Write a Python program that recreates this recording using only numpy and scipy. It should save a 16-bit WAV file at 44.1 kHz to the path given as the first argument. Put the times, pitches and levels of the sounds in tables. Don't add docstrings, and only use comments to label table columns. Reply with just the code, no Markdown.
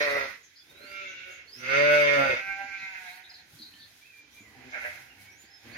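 import sys
import numpy as np
from scipy import signal
from scipy.fft import rfft, irfft
from scipy.io import wavfile
from scipy.ndimage import uniform_filter1d, map_coordinates

SR = 44100
rng = np.random.default_rng(int(sys.argv[2]) if len(sys.argv) > 2 else 0)


def to_linear_factor(level_db):
    exponent = np.asarray(level_db, float) / 20
    return 10 ** exponent


def generate_wav(signal):
    frames = np.transpose(np.atleast_2d(signal))
    scaled = np.clip(frames, -1, 1) * 32767
    pcm = np.round(scaled).astype(np.int16)
    wavfile.write(sys.argv[1], SR, pcm)


N = 254456


def unit(x):
    return x / np.sqrt(np.mean(x ** 2) + 1e-30)


def power_sum(*gains):
    return 10 * np.log10(sum(np.square(g) for g in gains))


def colour(x, table):
    hz, db = np.transpose(table)
    f = np.maximum(np.fft.rfftfreq(4096, 1 / SR), 1)
    cep = irfft(np.interp(np.log(f), np.log(hz), db) * np.log(10) / 20)
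    cep[1:2048] *= 2
    cep[2049:] = 0
    response = irfft(np.exp(rfft(cep)))[:2048]
    return signal.fftconvolve(x, response)[:len(x)]


def band(x, lo_hz, hi_hz):
    return signal.sosfilt(signal.butter(3, [lo_hz, hi_hz], "band", fs=SR, output="sos"), x)


def split(x, edge_hz, kind="low"):
    return signal.sosfiltfilt(signal.butter(2, edge_hz, kind, fs=SR, output="sos"), x)


def walk(rate_hz, size):
    k = max(int(SR / rate_hz), 1)
    held = np.repeat(rng.standard_normal(size // k + 1), k)[:size]
    return 1.3 * uniform_filter1d(uniform_filter1d(held, k), k)


def read(table):
    s, *columns = np.transpose(table)
    i = np.arange(int(s[0] * SR), min(int(s[-1] * SR), N))
    after = i - i[0] + (i[0] == 0) * SR
    left = i[-1] - i + (i[-1] > N - 99) * SR
    fade = np.clip(np.minimum(after, left) / (.015 * SR), 0, 1)
    return i[0], [np.interp(i / SR, s, c) for c in columns], fade


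def add(out, start, x, lag, pan_db, shade_db=0., turn_db=0.):
    x = np.pad(x, (0, 512))
    f = np.fft.rfftfreq(len(x), 1 / SR)
    shade = np.exp(-np.log(np.maximum(f, 1) / 1750) ** 2 / .3)
    tilt = to_linear_factor((pan_db + shade_db * shade) / 2)
    ports = rfft(x) * np.array([tilt, np.exp(-2j * np.pi * f * lag / SR) / tilt])
    heard = irfft(ports, len(x)) * to_linear_factor(np.outer([.5, -.5], turn_db))
    out[:, start:start + len(x)] += heard[:, :N - start]


def effort(call):
    _, _, db, chest_db = np.transpose(call)
    db = db + power_sum(0.96, to_linear_factor(chest_db))
    rough = np.minimum(.03 + .03 * (db.max() - db), .22)
    return np.column_stack([call, rough])


def burst(s, held_s, hz, db, chest_db, rough, attack_s, release_s, glide_hz_s):
    after = np.cumsum([0, attack_s, max(held_s - attack_s, .01), release_s])
    level_db = db + np.array([-12.0, 1.0, -9.5, -33.0])
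    return np.transpose([s + after, hz + glide_hz_s * after, level_db, np.full(4, chest_db), np.full(4, rough)])


def voice(out, call, throat, lag, pan_db, shade_db, split_hz=1000, breath=.5, half_db=0., flutter_db=1.5,
          rasp=.8, tire=0., gape=0., wobble_db=.5, quaver_db=0., husk=0., mouth_db=0., jolts=(), turn=((0, 0),)):
    husk_hz, quaver_hz = 2900, 8.6
    under_lift, over_lift = 1.23, 2
    jolt_rest_db, jolt_takes = -3, .3
    start, (hz, db, chest_db, rough), fade = read(call)
    size = len(hz)
    late = np.clip(np.linspace(-7, 3, size), 0, 1)
    rough = np.clip(rough + tire * late, .035, 1)

    phase = np.cumsum(hz * (1 + .03 * rough * walk(150, size))) / SR
    cycles = np.arange(1, int(phase[-1]))
    at = np.interp(cycles, phase, np.arange(size))
    uneven_db = 8 * rough[at.astype(int)] * rng.standard_normal(len(at))
    strength = to_linear_factor(uneven_db + half_db * (cycles % 2))
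    taps = np.clip(at.astype(int)[:, None] + np.arange(-7, 9), 0, size - 1)
    shape = strength[:, None] * np.sinc(taps - at[:, None]) * np.hanning(18)[1:-1]
    pulses = unit(np.bincount(taps.ravel(), shape.ravel(), size))

    air = unit(rng.standard_normal(size) * np.exp(-(phase % 1) / 0.4))
    pulses = pulses + husk * split(air - pulses, husk_hz, "high")
    scrape = band(rng.standard_normal(size), 1080, 11000)
    sound = colour(pulses + breath * rough * air + rasp * scrape, throat)
    sound = band(sound, 70, 7000)
    chest = split(sound, split_hz)
    mouth = unit(sound - chest)

    nasal = split(chest, [330, 470], "band")
    under = split(chest, [230, 310], "band")
    over = split(chest, [650, 900], "band")
    jaw = gape * np.clip(4 * late, 0, 1)
    chest = chest + jaw * (under_lift * under + over_lift * over - nasal)

    lips = split(mouth, 1850)
    teeth = split(mouth, 2400, "high")
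    t = (start + np.arange(size + 512)) / SR
    jolt_db = jolt_rest_db * bool(jolts)
    for s, size_db, half_s in jolts:
        jolt_db = jolt_db + size_db * np.exp(-((t[:size] - s) / half_s) ** 2)
    parts = [(lips, -jolt_takes), (mouth - lips - teeth, 1), (teeth, 0)]
    mouth = sum(part * to_linear_factor(share * jolt_db + flutter_db * walk(55, size)) for part, share in parts)

    db = db + quaver_db * np.cos(2 * np.pi * quaver_hz * np.arange(size) / SR)
    chest = unit(chest) * to_linear_factor(chest_db + wobble_db * walk(31.6, size))
    add(out, start, chest * to_linear_factor(db) * fade, lag, pan_db, shade_db, np.interp(t, *np.transpose(turn)))
    add(out, start, mouth * to_linear_factor(db + mouth_db) * fade, lag, pan_db, shade_db)


# time in s, pitch in Hz, level in dB, chest against mouth in dB.
EWE_CALLS = [
    [(0.0, 146.4, -26.5, 0), (0.04, 146.3, -33, -4), (0.1, 141.7, -35.5, 1.5), (0.17, 141.2, -34.5, 2),
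     (0.25, 134.6, -39.5, -3), (0.37, 130.6, -56.5, -28)],
    [(1.55, 126.7, -70, -13.5), (1.63, 128.1, -37.5, -17), (1.72, 135.9, -22.5, -8.5),
     (1.784, 143.5, -23, -1), (1.916, 148, -21.5, -4), (2.156, 142.2, -25, -3), (2.205, 138.4, -26, 4.5),
     (2.285, 132.9, -28, -4), (2.41, 128.2, -36.5, -17.5)],
]
# time in s, pitch in Hz, level in dB, chest against mouth in dB.
LAMB_CALLS = [
    [(0.7, 185, -72, 1.5), (0.79, 192.5, -68, 5.5), (0.846, 197.4, -58, 1), (0.96, 195.6, -43, -14),
     (1.05, 193.3, -43, -9), (1.115, 187.5, -44.5, -18), (1.26, 184.7, -48, -13), (1.39, 181, -58, -5),
     (1.5, 182, -70.5, -26)],
    [(2.38, 194.2, -37, -34), (2.5, 195.6, -40, -15.5), (2.66, 197.8, -43.5, -4), (2.77, 194.3, -42, -41),
     (2.93, 189.8, -45, -14.5), (3.09, 180.2, -48.5, -7.5), (3.21, 186.4, -60.5, -2.5),
     (3.46, 182.8, -75.5, -3)],
]
# start in s, hold in s, pitch in Hz, level in dB.
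COUGHS = [
    (4.71, 0.14, 125, -35.5),
    (4.815, 0.07, 121.8, -35),
    (5.73, 0.077, 115, -41.5),
]
# start in s, hold in s, pitch in Hz, level in dB.
COUGH_GULPS = [
    (4.748, 0.033, 123.1, -56),
    (4.832, 0.046, 121.3, -51),
]
# start in s, hold in s, pitch in Hz, level in dB, chest in dB.
GULPS = [
    (2.288, 0.021, 132.3, -37, 11.5),
    (2.322, 0.015, 124.6, -42.5, 14.5),
    (2.385, 0.035, 128.8, -59, 7.5),
]
# start in s, hold in s, pitch in Hz, level in dB, chest in
# dB.
GRUNTS = [
    (1.55, 0.41, 121.5, -54, -7.5),
    (4.385, 0.16, 106.6, -67, -1),
    (4.552, 0.079, 124.7, -55.5, -7),
    (4.639, 0.069, 126, -51, -18),
    (5.149, 0.22, 96, -86, 25),
    (5.63, 0.31, 113.5, -57, -13),
]
# start in s, hold in s, pitch in Hz, level in dB, chest against mouth in dB.
FAR_LAMB = (4.5, 1.14, 192.5, -65.5, 0.5)
# frequency in Hz, gain in dB.
EWE_THROAT_FIRST = [(60, 0), (130, -15), (280, -5.5), (430, 7.5), (590, 15), (750, -6.5), (1000, -2.5),
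                    (1180, -1.5), (1400, 0), (1720, -4.5), (2000, 8), (2200, 0), (2450, 1), (2750, -8.5),
                    (3000, -14.5), (4300, -11), (6700, -18), (7500, -65)]
EWE_THROAT = [(130, -15.5), (279, -18), (430, -6.5), (594, 4), (715, -23.5), (870, -20.5), (1100, -19),
              (1180, -17), (1310, -8), (1450, -2.5), (1600, -14), (1800, -14), (2020, -8.5), (2170, 2),
              (2320, -11), (2560, -8), (2800, -13.5), (3080, -22), (3480, -18.5), (4050, -28), (4450, -25),
              (4800, -20), (5250, -32.5), (6000, -23.5), (7300, -38.5)]
LAMB_THROAT_FIRST = [(150, -38), (380, -5.5), (580, 0.5), (760, -16), (960, -41.5), (1170, -25), (1340, 3),
                     (1550, 0.5), (1800, -25), (2200, 13), (2500, -2), (2750, 7.5), (3000, -10),
                     (3500, -2.5), (4600, -23), (7000, -27), (7600, -57)]
LAMB_THROAT = [(200, -54), (560, -25.5), (780, -3), (980, -16), (1200, -29), (1560, -1), (1800, -13),
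               (2150, 0), (2500, -6), (2750, -16.5), (3300, -33.5), (4200, -37), (7000, -57), (7600, -74)]
COUGH_THROAT = [(300, -45), (470, -16), (610, 2), (780, -8), (1170, -16.5), (1560, -1), (1850, -11),
                (2040, -1), (2160, 3.5), (2300, -5), (2650, -9.5), (3290, -33), (6700, -54.5), (7500, -42)]
GRUNT_THROAT = [(60, 20), (120, 24), (260, 6.5), (400, -11), (700, -29), (1500, -44)]
# time in s, size in dB, half-length in s.
JOLTS = [(1.748, 5, .016), (1.804, 9, .012), (1.9, -8, .018), (1.942, 3, .022), (2.03, 6, .012),
         (2.075, 14, .02), (2.118, 1, .014), (2.152, 16, .01), (2.185, 6, .014), (2.24, 5, .014),
         (2.305, 18, .012)]
# time in s, left over right in dB.
HEAD_TURN = [(1.6, -13), (1.75, 0), (1.8, -3), (1.88, -1), (1.97, -0.5), (2.07, 1.5), (2.19, -2.5),
             (2.27, -2), (2.32, -2)]


def sheep():
    out = np.zeros((2, N))
    voice(out, effort(EWE_CALLS[0]), EWE_THROAT_FIRST, 13.1, 0.84, -8, half_db=-1.5, breath=1.2, rasp=.55,
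          husk=.4, flutter_db=2, mouth_db=1)
    voice(out, effort(EWE_CALLS[1]), EWE_THROAT, 21, 1.5, -7, half_db=-.2, breath=1, rasp=.2, flutter_db=1,
          tire=.07, gape=.92, husk=.45, mouth_db=-3.5, jolts=JOLTS, turn=HEAD_TURN)
    for row in GULPS:
        call = burst(*row, .3, attack_s=.01, release_s=.03, glide_hz_s=-60)
        voice(out, call, EWE_THROAT, 21, 1.5, -7, split_hz=800)
    voice(out, effort(LAMB_CALLS[0]), LAMB_THROAT_FIRST, 22, -1.2, -4, breath=1.5, rasp=.2, flutter_db=1.4,
          wobble_db=3.5, tire=.2, husk=.4)
    voice(out, effort(LAMB_CALLS[1]), LAMB_THROAT, 9.5, -1.5, -5, rasp=.15, flutter_db=2, wobble_db=3,
          tire=.4, quaver_db=2.8)
    for row in COUGHS:
        call = burst(*row, -19, .27, attack_s=.036, release_s=.22, glide_hz_s=-20)
        voice(out, call, COUGH_THROAT, 12.4, -1.1, -4, breath=5, rasp=1.2, mouth_db=-2)
    for row in COUGH_GULPS:
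        call = burst(*row, 10, .12, attack_s=.012, release_s=.05, glide_hz_s=-20)
        voice(out, call, COUGH_THROAT, 12.4, -1.1, -4, split_hz=800)
    call = burst(*FAR_LAMB, .55, attack_s=.12, release_s=.1, glide_hz_s=-8)
    voice(out, call, LAMB_THROAT, 9.5, -1.5, -5, breath=3, wobble_db=3)
    for row in GRUNTS:
        call = burst(*row, 0.26, attack_s=0.035, release_s=0.046, glide_hz_s=31.4)
        voice(out, call, GRUNT_THROAT, 18.0, -0.47, 0, split_hz=390)
    return out


# time in s, half-length in s, level in dB.
PUFFS = [(0.044, 0.28, -53), (0.714, 0.022, -69), (0.93, .1, -64.5), (1.09, 0.11, -67.5),
         (1.308, .08, -64.5), (1.613, 0.12, -59), (2.57, 0.28, -71), (3.063, 0.12, -59),
         (3.388, 0.074, -66.5), (3.589, 0.1, -60.5), (3.933, 0.27, -65.5), (4.19, 0.063, -67),
         (4.358, 0.068, -62.5), (4.746, 0.1, -65.5), (4.918, 0.14, -56), (5.25, 0.062, -63.5),
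         (5.442, 0.044, -63.5), (5.693, 0.13, -62.5)]


def puffs():
    t = np.arange(N) / SR
    swells = [to_linear_factor(db) * np.exp(-((t - s) / half_s) ** 2) for s, half_s, db in PUFFS]
    return np.sqrt(sum(np.square(swell) for swell in swells))


# time in s, level over usual in dB.
RUSTLE_LEVEL = [(0, 77), (0.371, -13), (.62, -18), (.72, -4), (1.1, -6.5), (1.48, -9), (2.6, -8), (3.358, -12),
                (3.66, -6), (4.129, -13), (4.64, -0.5), (5.03, -5), (5.62, -13.5), (5.77, 57)]
# frequency in Hz, density in dB per Hz.
RUSTLE = [(18, -105), (30, -62.5), (64, -10.5), (204, -18), (250, -14), (361, -16), (560, -21.5),
          (783, -22), (1260, -25.5), (1420, -14), (2340, -13), (2940, -19.5), (7000, -26), (9100, -101.5),
          (15400, -120)]
# usual level in dB, share of the level curve, level under a bleat in dB, pan in dB.
HERD_PARTS = [
    (-59.5, 0.91, -27.5, -0.1),
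    (-64, 0.18, -5, -9),
    (-67.5, 0.013, -15.5, -0.4),
]
HERD_EDGES_HZ = [1250, 3000]
HERD_TOP_DB = [-56, -57, -58]


def herd(loud):
    swing_db = np.interp(np.arange(N) / SR, *np.transpose(RUSTLE_LEVEL))
    parts = np.zeros((3, 2, N))
    mid, side = (colour(rng.standard_normal(N), RUSTLE) for _ in range(2))
    for hz in 35 * 2 ** np.arange(0, 7.8, 1 / 3):
        lo_hz, hi_hz = hz / 2 ** (1 / 6), hz * 2 ** (1 / 6)
        apart = np.clip(hz / 2200, .4, 1)
        depth_db = np.clip(3 - hz / 1500, .8, 3)
        flicker = to_linear_factor(depth_db * (.6 * walk(4, N) + .8 * walk(14, N)))
        ports = band(mid, lo_hz, hi_hz) + apart * band(side, lo_hz, hi_hz) * np.array([[1], [-1]])
        parts[np.searchsorted(HERD_EDGES_HZ, hz)] += flicker * ports
    out = np.zeros((2, N))
    chaff = [0, 0, to_linear_factor(-2.5) * puffs()]
    for part, row, top_db, puff in zip(parts, HERD_PARTS, HERD_TOP_DB, chaff):
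        db, share, under_db, pan_db = row
        db = np.minimum(power_sum(to_linear_factor(db + share * swing_db), loud * to_linear_factor(under_db), puff), top_db)
        out += part / np.std(part.mean(axis=0)) * to_linear_factor(db + np.array([[pan_db], [-pan_db]]) / 2)
    return out


# frequency in Hz, density in dB per Hz.
HISS_COLOUR = [(6800, -3), (7300, -3), (8300, -1), (10000, 2), (12000, 3.5), (14000, -0.5), (15500, -1.5)]


def hiss(loud):
    rest_db, breath_db = -70, -32
    db = power_sum(to_linear_factor(rest_db), puffs(), loud * to_linear_factor(breath_db))
    db = db + 2.4 * walk(9.8, N) + 2.0 * walk(35, N)
    return np.array([unit(colour(rng.standard_normal(N), HISS_COLOUR)) * to_linear_factor(db + pan_db) for pan_db in (-.8, .8)])


def note(s, slide_s, from_hz, to_hz, db, held_s):
    edge_db = -6
    return [(s, from_hz, db + edge_db),
            (s + .4 * slide_s, from_hz + .4 * (to_hz - from_hz), db),
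            (s + slide_s, to_hz, db + edge_db * (held_s < .01)),
            (s + slide_s + held_s, to_hz, db + edge_db)]


# time in s, pitch in Hz, level in dB.
PHRASES = [
    [(4.005, 2290, -64), (4.04, 2380, -70), (4.065, 2630, -68), (4.098, 2625, -65.5), (4.112, 2370, -68),
     (4.17, 2385, -59.5), (4.22, 2370, -67), (4.295, 2350, -74)],
    [(4.34, 2390, -62), (4.385, 2370, -60), (4.425, 2330, -64), (4.44, 2120, -64.5), (4.468, 1945, -66),
     (4.5, 1935, -66), (4.53, 1990, -62), (4.565, 2060, -66)],
    [(5.175, 2190, -62), (5.24, 2225, -66), (5.29, 2250, -56), (5.36, 2255, -74), (5.385, 2260, -74),
     (5.42, 2250, -69), (5.48, 2220, -71)],
    [(0.655, 3560, -64), (0.68, 3600, -66), (0.77, 3880, -67), (0.84, 4200, -68), (0.9, 4680, -65),
     (0.93, 4780, -69), (0.99, 4800, -74)],
]
# start in s, length in s, from in Hz, to in Hz, level in dB.
WHISTLES = [
    (0.588, 0.039, 3730, 3310, -67),
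    (3.72, 0.16, 1780, 1788, -66.5),
    (5.094, 0.032, 2920, 2500, -62.5),
    (5.494, 0.098, 5160, 5250, -61),
    (5.612, .06, 5200, 5300, -72),
    (5.655, 0.14, 2200, 2273, -58),
]
# start in s, slide in s, from in Hz, to in Hz, level in dB.
SLIDES = [
    (1.47, 0.15, 4270, 5950, -60.5),
    (4.299, 0.13, 5600, 6980, -76),
    (5.285, 0.12, 5200, 6960, -70.5),
    (5.39, 0.125, 3860, 5240, -77),
    (5.695, 0.067, 3880, 4890, -69.5),
]
# start in s, length in s, from in Hz, to in Hz, level in dB.
CHIRPS = [(0.429, 0.038, 6700, 6100, -57.5), (0.556, 0.012, 4600, 4740, -53.5),
          (0.569, 0.049, 4860, 4770, -58), (1.076, 0.051, 6780, 5970, -55.5),
          (1.299, 0.075, 6683, 6480, -56.5), (2.778, 0.081, 4280, 3720, -56),
          (3.046, 0.13, 3500, 4420, -56.5), (3.235, 0.036, 3830, 4093, -53),
          (3.294, 0.02, 4490, 4130, -49.5), (3.334, 0.033, 4560, 3940, -52),
          (3.362, 0.048, 4160, 3920, -57.5), (3.585, 0.029, 4500, 4060, -51),
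          (3.617, 0.011, 4237, 4175, -41.5), (3.634, 0.063, 4240, 4190, -54), (3.7, 0.12, 4180, 4100, -62),
          (3.781, 0.078, 4340, 4320, -55.5), (3.794, 0.057, 3820, 3475, -56.5),
          (5.751, 0.027, 1900, 1810, -44.5)]


def birds():
    out = np.zeros((2, N))
    whistles = [note(*row, .001) for row in WHISTLES]
    slides = [note(*row, .07) for row in SLIDES]
    for table in PHRASES + whistles + slides:
        start, (hz, db), fade = read(table)
        husky = np.clip(np.abs(np.gradient(hz)) * SR / 10000, .15, 1)
        pitch_hz = hz * (1 + .02 * husky * walk(300, len(hz)))
        level_db = db + 3 + 4 * husky + (2 + 1.5 * husky) * walk(80, len(hz))
        tone = np.sin(2 * np.pi * np.cumsum(pitch_hz) / SR) * to_linear_factor(level_db)
        add(out, start, tone * fade, 1, -3)
    for s, length_s, from_hz, to_hz, db in CHIRPS:
        x = np.arange(int(length_s * SR)) / (length_s * SR)
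        hz = (from_hz + (to_hz - from_hz) * x) * (1 + .055 * walk(600, len(x)))
        envelope = np.minimum(6 * x, 1) * (1 - x) ** 0.2
        tone = np.sin(2 * np.pi * np.cumsum(hz) / SR) * envelope * to_linear_factor(db + 2 * walk(256, len(x)))
        add(out, int(s * SR), tone, 1, 0)
    return out


# time in s, peak in dB, mode in Hz, t60 in s.
KNOCKS = [(0.714, -43, 436, 0.018), (0.804, -47.5, 562, 0.11), (0.842, -38, 393, 0.033),
          (2.645, -45, 264, 0.052), (2.826, -47, 197, 0.06), (3.533, -45.5, 152, 0.15),
          (3.598, -44.5, 308, 0.13), (3.738, -52, 277, 0.089), (4.406, -41.5, 284, 0.068),
          (5.226, -48, 233, 0.029), (5.439, -46.5, 314, 0.048)]
# time in s, peak in dB, mode in Hz, t60 in s.
TICKS = [
    (0.84, -39, 4200, 0.03),
    (3.7384, -40, 3100, 0.02),
    (5.2187, -48, 2000, 0.012),
    (5.2187, -46, 5000, .01),
    (1.023, -40, 3800, .01),
    (1.663, -25, 2100, .02),
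    (1.663, -32, 1350, .02),
    (5.658, -50, 3100, .012),
    (5.68, -52, 6300, .01),
]


def knocks():
    out = np.zeros((2, N))
    t = np.arange(int(.2 * SR)) / SR
    for s, db, hz, t60_s in KNOCKS + TICKS:
        plank = hz < 1000
        ring = np.sin(2 * np.pi * hz * t) + plank * 0.88 * np.sin(2 * np.pi * 0.744 * hz * t)
        envelope = (1 - np.exp(-t * hz / .8)) * 1000 ** (-t / t60_s)
        add(out, int(s * SR), .7 * to_linear_factor(db) * ring * envelope, 4 * plank, -1.5)
    return out


def shed(dry, spread_s, wet_db):
    far_t60_s, near_t60_s, near_lift = .38, .13, 2.5
    size = 2 ** 19
    t = np.arange(int(.7 * SR)) / SR
    decay = 1000 ** (-t / far_t60_s) + near_lift * 1000 ** (-t / near_t60_s)
    tail = band(rng.standard_normal((2, len(t))), 750, 7000) * decay * (t > .004)
    tail /= np.sqrt(np.sum(tail ** 2, axis=1, keepdims=True))
    f = np.fft.rfftfreq(size, 1 / SR)
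    knots = np.arange(0, SR / 2, 120)
    delay_s = [np.interp(f, knots, spread_s * rng.random(len(knots)) * (knots > 1600)) for _ in range(2)]
    scatter = np.exp(-2j * np.pi * np.cumsum(delay_s, axis=1) * f[1])
    return irfft(rfft(dry, size) * (scatter + to_linear_factor(wet_db) * rfft(tail, size)))[:, :N]


def sway(x):
    sway_samples, sway_hz, from_hz = 2, 9, 1200
    treble = split(x, from_hz, "high")
    moved = [map_coordinates(port, [np.arange(N) + sway_samples * walk(sway_hz, N)], mode="mirror")
             for port in treble]
    return x - treble + moved


def scene():
    calls = sheep()
    loud = np.sqrt(uniform_filter1d(np.mean(calls ** 2, axis=0), int(.06 * SR)).clip(0))
    near = sway(shed(calls, .004, -4)) + shed(knocks(), 0, -5)
    far = shed(birds(), 0, -1)
    return near + far + herd(loud) + hiss(loud)


# frequency in Hz, share.
DROPPED = [(0, 0), (2200, .03), (2600, .13), (5000, .2), (6500, .24), (7000, 1.1), (8300, .9), (9600, .55),
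           (11000, .35), (12500, .45), (14000, .85), (15500, 1.2)]


def thin(x, hop=1024, offset=198):
    n, k = np.arange(2 * hop)[:, None], np.arange(hop)
    window = np.sin(np.pi * (n + .5) / (2 * hop))
    basis = window * np.cos(np.pi / hop * (n + .5 + hop / 2) * (k + .5)) * np.sqrt(2 / hop)
    blocks = np.pad([x[0] + x[1], x[0] - x[1]], ((0, 0), (2 * hop - offset, 3 * hop)))
    blocks = blocks[:, :blocks.shape[1] // hop * hop].reshape(2, -1, hop)
    lines = np.concatenate([blocks[:, :-1], blocks[:, 1:]], axis=2) @ basis
    local = np.sqrt(uniform_filter1d(lines ** 2, 32, axis=2))
    patch = np.repeat(np.exp(.75 * rng.standard_normal(lines.shape[1:])[:, ::32]), 32, axis=1)
    power_db = 10 * np.log10(np.mean(lines[0] ** 2, axis=1, keepdims=True) + 1e-12)
    strictness = np.interp(power_db, [-45, -20], [.75, 1.5])
    share = np.interp(k * SR / (2 * hop), *np.transpose(DROPPED))
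    lines *= np.abs(lines) > local * patch * strictness * share
    frames = lines @ basis.T
    joined = (frames[:, 1:, :hop] + frames[:, :-1, hop:]).reshape(2, -1)
    mid, side = joined[:, hop - offset:][:, :N] / 2
    return np.array([mid + side, mid - side])


def roll_off(x):
    return signal.sosfilt(signal.butter(12, 15760, fs=SR, output="sos"), x)


def record(dry):
    mix = thin(dry)
    return roll_off(mix)


dry = scene()
out = record(dry)
generate_wav(out)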